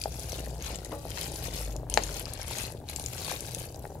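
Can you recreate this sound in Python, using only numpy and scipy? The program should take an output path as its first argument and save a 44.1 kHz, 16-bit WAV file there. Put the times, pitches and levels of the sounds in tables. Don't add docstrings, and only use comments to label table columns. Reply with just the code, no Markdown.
import sys
import numpy as np
from scipy import signal
from scipy.fft import rfft, irfft, next_fast_len
from scipy.io import wavfile
from scipy.ndimage import map_coordinates

SR = 44100
rng = np.random.default_rng(int(sys.argv[2]) if len(sys.argv) > 2 else 0)


def log_audio(samples):
    frames = np.atleast_2d(samples).T
    limited = np.clip(frames, -1, 1)
    pcm = np.round(limited * 32767).astype(np.int16)
    wavfile.write(sys.argv[1], SR, pcm)


N = 176400
TOP_HZ = 15800


def amp(db):
    return 10 ** (np.asarray(db) / 20)


def unit(x):
    return x / np.sqrt(np.mean(x ** 2) + 1e-20)


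def butter(x, order, hz, kind="low"):
    return signal.sosfilt(signal.butter(order, hz, kind, fs=SR, output="sos"), x)


def wobble(rate):
    return map_coordinates(rng.standard_normal(4096), [np.arange(N) * rate / SR], mode="wrap")


def coloured(x, points):
    m = 2 * next_fast_len(N // 2 + 8192)
    hz, db = np.transpose(points)
    gain_db = np.interp(np.log(np.fft.rfftfreq(m, 1 / SR) + 1), np.log(hz + 1), db)
    cepstrum = irfft(np.log(amp(gain_db)), m)
    cepstrum[1:m // 2] *= 2
    cepstrum[m // 2 + 1:] = 0
    return irfft(rfft(x, m) * np.exp(rfft(cepstrum)), m)[..., :N]


def add(track, s, sound):
    part = track[..., max(0, round(s * SR)):][..., :sound.shape[-1]]
    part += sound[..., :part.shape[-1]]


def ping(t, hz, cycles, attack_s):
    return np.sin(2 * np.pi * hz * t) * np.exp(-hz * t / cycles) * (1 - np.exp(-t / attack_s))


def ring(modes, attack_s):
    t = np.arange(SR // 2) / SR
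    partials = (amp(db - 60 * t / t60) * np.sin(2 * np.pi * hz * t) for hz, db, t60 in modes)
    return sum(partials) * (1 - np.exp(-t / attack_s))


def bubble_cloud(rate, hz, octaves, cycles, size_db, scatter, candidates, samples):
    when, lottery, size = rng.random((3, candidates))
    pitch, life, direction = np.clip(rng.standard_normal((3, candidates)), -np.e, np.e)
    onset = (when * N).astype(int)
    freq = hz * 2 ** (octaves * pitch)
    on = (lottery < (rate * np.ones(N))[onset] * N / SR / candidates) & (freq < TOP_HZ)
    phase = freq[on, None] * np.arange(samples) / SR
    db = size_db * np.minimum(-np.log(1 - size[on]), np.pi) + np.minimum(pitch[on], 0)
    envelope = amp(db)[:, None] * np.exp(-phase / (cycles * np.exp(.5 * np.tanh(life[on, None]))))
    index = (onset[on, None] + np.arange(samples)).ravel()
    shift = scatter * direction[on, None]
    ears = (envelope * np.sin(2 * np.pi * phase + side * shift) for side in (1, -1))
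    return np.array([np.bincount(index, ear.ravel(), N + samples)[:N] for ear in ears])


# (time [s], frequency [Hz], level [dB])
DRONE_GLIDE = [(0, 59.57, -44.5), (.6, 56.8, -40), (.92, 56.2, -52.5), (1.55, 52.7, -39.5),
               (2.1, 48.3, -41), (3, 43.04, -65)]
def drone():
    times, *columns = np.transpose(DRONE_GLIDE)
    hz, db = (np.interp(np.arange(N) / SR, times, column) for column in columns)
    envelope = np.sqrt(2) * amp(db + 2.3 * wobble(14))
    return envelope * np.sin(2 * np.pi * np.cumsum(hz + 0.23 * wobble(7)) / SR)


# (frequency [Hz], gain [dB])
RUMBLE_SPECTRUM = [(34, -24.5), (50, -3), (78, 3.5), (98, -4), (121, 4.5), (136, -9), (156, 2),
                   (180, -15.5), (300, -15), (900, -45.5)]
def kitchen():
    noise = rng.standard_normal(N) + 0.13 * rng.standard_normal((2, N))
    rumble = amp(-43.5) * unit(coloured(noise, RUMBLE_SPECTRUM))
    bass = (rumble + drone()) * amp([[1], [-1]])
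    hiss = unit(coloured(rng.standard_normal((2, N)), [(500, -3), (2500, -3), (5000, -4), (15000, -5)]))
    return bass + amp(-68) * hiss


# (frequency [Hz], gain [dB])
SIMMER_SPECTRUM = [(120, 1), (230, -6), (350, -2), (580, 1), (860, 1), (1130, -10.5), (1600, -6),
                   (2500, -14), (5000, -47)]
def simmer():
    cloud = bubble_cloud(680, hz=480, octaves=0.57, cycles=0.39, size_db=5.5, scatter=0.04,
                         candidates=4000, samples=600)
    return amp(-44.5) * unit(coloured(cloud, SIMMER_SPECTRUM))


# (time [s], relative level [dB], frequency [Hz])
BIG_BUBBLES = [(.33, -28, 575), (.474, -32, 554), (1.052, -28.5, 660), (1.483, -30.5, 505),
               (1.758, -29, 556), (1.832, -31, 590), (2.511, -27.5, 820), (3.281, -29, 866),
               (3.316, -23.5, 880)]
def plops():
    out, t = np.zeros(N), np.arange(SR // 20) / SR
    for s, db, hz in BIG_BUBBLES:
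        add(out, s, amp(db + 6) * ping(t, hz, cycles=1, attack_s=0.0003))
    return butter(out, 2, 1300)


# (frequency [Hz], level [dB], T60 [s])
POT_MODES = [(314, 0, 0.39), (470, -0.5, 0.24), (569, -2.5, 0.37), (567, -5.5, 1), (843, 2.5, 0.28),
             (1153, -14, 0.46)]
# (time [s], ring gain [dB], scuff gain [dB])
CONTACTS = [(.923, -40.5, -32), (1.978, -42.5, -31)]
def scrapes():
    ringing, scuffs, t = np.zeros(N), np.zeros(N), np.arange(N) / SR
    for s, ring_db, scuff_db in CONTACTS:
        add(ringing, s, amp(ring_db) * ring(POT_MODES, attack_s=0.0012))
        scuffs += amp(scuff_db) * np.exp(-np.maximum((t - s) / 0.016, (s - t) / 0.0047))
    spectrum = [(100, -11), (300, -7), (600, 1), (1100, -11), (2000, -27.5), (5000, -42)]
    grit = unit(coloured(rng.standard_normal(N), spectrum))
    return ringing + scuffs * amp(2.7 * np.tanh(wobble(300))) * grit


# (frequency [Hz], level [dB], T60 [s])
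KNOCK_MODES = [(654, -10.5, 0.06), (726, -9.5, 0.02), (815, 0, 0.02), (1324, 5, 0.0033), (1844, 0, 0.0062),
               (2400, 2.5, 0.0034), (3950, 0, 0.0058), (4380, -6, 0.0082), (6940, -5.5, 0.0063)]
# (time [s], gain [dB], cutoff [Hz])
BLOWS = [(0.0572, -18.5, 850), (1.9745, -11, 11000), (3.853, -32, 1900)]
def knocks():
    out = np.zeros(N)
    blow = butter(ring(KNOCK_MODES, attack_s=0.00011), 2, 430, "high")
    for s, db, cutoff in BLOWS:
        add(out, s, amp(db) * butter(blow, 3, cutoff))
    return out


# (time [s], relative level [dB], frequency [Hz])
FILM_BURSTS = [(0.0147, -25, 4850), (0.0173, -20, 10600), (0.0377, -19, 4860), (0.0436, -28, 11740),
               (.196, -22.5, 10200), (0.3205, -21.5, 5800), (.3305, -29, 4570), (0.6235, -24, 6470),
               (0.7579, -23, 7500), (0.8478, -24, 10300), (1.2127, -18.5, 10050), (1.23, -37, 2120),
               (1.703, -41, 5940), (1.7642, -27.5, 6900), (1.899, -16.5, 9600), (1.9233, -31.5, 3080),
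               (1.9403, -10, 6370), (2.0363, -16.5, 6540), (2.196, -19, 11280), (2.2554, -25, 4880),
               (2.3362, -22, 10500), (2.4151, -24, 5470), (2.5336, -28.5, 3800), (2.5848, -17.5, 6500),
               (2.651, -27, 4170), (2.722, -27, 11100), (2.888, -25, 4030), (2.9615, -19, 7500),
               (2.997, -22, 9200), (3.04, -27.5, 7200), (3.0614, -17.5, 6880), (3.2473, -24, 4590),
               (3.4067, -20, 10970), (3.5477, -17, 10500), (3.7445, -35, 4980)]
def snaps():
    out, t = np.zeros((2, N)), np.arange(SR // 30) / SR
    envelope = amp(-1) * np.exp(-t / 0.00073) + amp(-19.5) * np.exp(-t / 0.0088)
    for s, db, hz in FILM_BURSTS:
        noise = envelope * rng.standard_normal((2, len(t)))
        spatter = butter(noise, 1, [hz / 2, min(2 * hz, TOP_HZ)], "band")
        add(out, s, amp(db) * (ping(t, hz, cycles=7.2, attack_s=0.0001) + spatter))
    return coloured(out, [(500, -94), (2200, -1), (11000, -4), (15000, -16)])


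# (time [s], duration [s], level [dB], swell [dB], low-band gain [dB])
STROKES = [(0, 0.2, -48.5, 1.5, -2.5), (0.196, .22, -43.5, -0.5, 0.5), (0.477, 0.14, -55, 3, -4.5),
           (0.601, 0.11, -45, 6.5, 7.5), (0.793, 0.068, -54.5, 10.5, 4.5), (0.815, 0.53, -52, 11.5, -4.5),
           (1.082, 0.15, -41.5, 6.5, 2), (1.316, 0.15, -45, 9, 1), (1.538, 0.14, -42.5, -8, -0.5),
           (1.917, 0.26, -43, 8.5, 3), (2.255, 0.22, -50, 4, 9.5), (2.475, 0.13, -39.5, 6, 3.5),
           (2.901, 0.0097, -41.5, -7, 2), (2.948, 0.15, -49, 9.5, -4), (3.133, 0.18, -40, 6, 3),
           (3.37, 0.25, -46, 4.5, -0.5), (3.68, 0.26, -65, 0.5, -18)]
def push_envelopes(attack_s=0.011, release_db_per_s=144.5):
    t, power = np.arange(N) / SR, np.full((3, N), 1e-12)
    for s, length, db, swell_db, smack_db in STROKES:
        age = t - s
        swell = swell_db * (np.clip(age / length, 0, 1) - .5)
        release = release_db_per_s * np.maximum(age - length, 0)
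        envelope = amp(db + swell - release) * np.exp(np.minimum(age, 0) / attack_s)
        power += (envelope * amp([[0], [smack_db], [-.6 * smack_db]])) ** 2
    return np.sqrt(power)


def clumping(effort, clumps_per_s=100, clump_s=0.00073, crowding=0.74):
    starts = (rng.random(N) < clumps_per_s / SR) * (1 + rng.random(N))
    clumps = np.tanh(signal.lfilter([1], [1, -np.exp(-1 / (clump_s * SR))], starts))
    depth = 1 - crowding * effort / effort.max()
    flicker_db = 3.9 * np.tanh(wobble(40)) + 3.6 * np.tanh(wobble(350))
    return unit((1 + depth * (clumps - clumps.mean())) * amp(depth * flicker_db))


# (frequency [Hz], gain [dB])
SQUELCH_SPECTRUM = [(300, -17.5), (800, 7), (1250, 0), (1950, -0.5), (2500, 3), (3300, 0), (4400, 0),
                    (5400, -3), (6600, -2.5), (8200, -5), (10300, -1), (12800, -1.5), (15800, -13)]
def squelch():
    effort, smack, fizz = push_envelopes()
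    rate = 3400 * (effort / effort.max()) ** 0.41
    cloud = bubble_cloud(rate, hz=5866, octaves=0.845, cycles=2.65, size_db=4.5, scatter=1,
                         candidates=18000, samples=160)
    cloud = unit(coloured(cloud / np.sqrt(rate), [(1000, -8), (3000, -6.5), (7000, 4), (14000, 9)]))
    wet = unit(coloured(cloud + amp(-7) * rng.standard_normal((2, N)), SQUELCH_SPECTRUM))
    low, high = butter(wet, 1, 2500), butter(wet, 1, 8000, "high")
    return (effort * (wet - low - high) + smack * low + fizz * high) * clumping(effort)


def echoes(x, t60, delay_s, segments=24):
    t, step = np.arange(SR // 5) / SR, N // segments
    window = signal.get_window("hann", 2 * step)
    padded = np.pad(x, ((0, 0), (step, 2 * step)))
    out = np.zeros((2, N + 3 * step))
    for i in range(0, N + 1, step):
        tail = rng.standard_normal((2, len(t))) * amp(-60 * t / t60) * (t > delay_s)
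        segment = padded[:, i:i + 2 * step] * window
        add(out, i / SR, signal.fftconvolve(segment, tail / np.linalg.norm(tail[0]), axes=1))
    return out[:, step:step + N]


# (frequency [Hz], level [dB])
LEFT_EXCESS = [(330, 3), (700, 3.5), (1300, 10.5), (4000, 9), (13000, 4.5)]
def scene():
    pot = squelch() + snaps() + simmer() + plops() + knocks() + scrapes()
    walls = echoes(butter(pot, 2, 1100, "high"), t60=0.019, delay_s=0.00082)
    room = echoes(pot, t60=0.16, delay_s=0.0046)
    left, right = pot + amp(-7.5) * walls + amp(-11) * room
    half = np.array(LEFT_EXCESS) * [1, .5]
    return np.array([coloured(left, half), coloured(right, half * [1, -1])]) + kitchen()


def record(dry):
    m = next_fast_len(N + 8192)
    hz = np.fft.rfftfreq(m, 1 / SR)
    return irfft(rfft(dry, m) * ((hz > 18) & (hz < TOP_HZ)), m)[:, :N]


dry = scene()
out = record(dry)
log_audio(out)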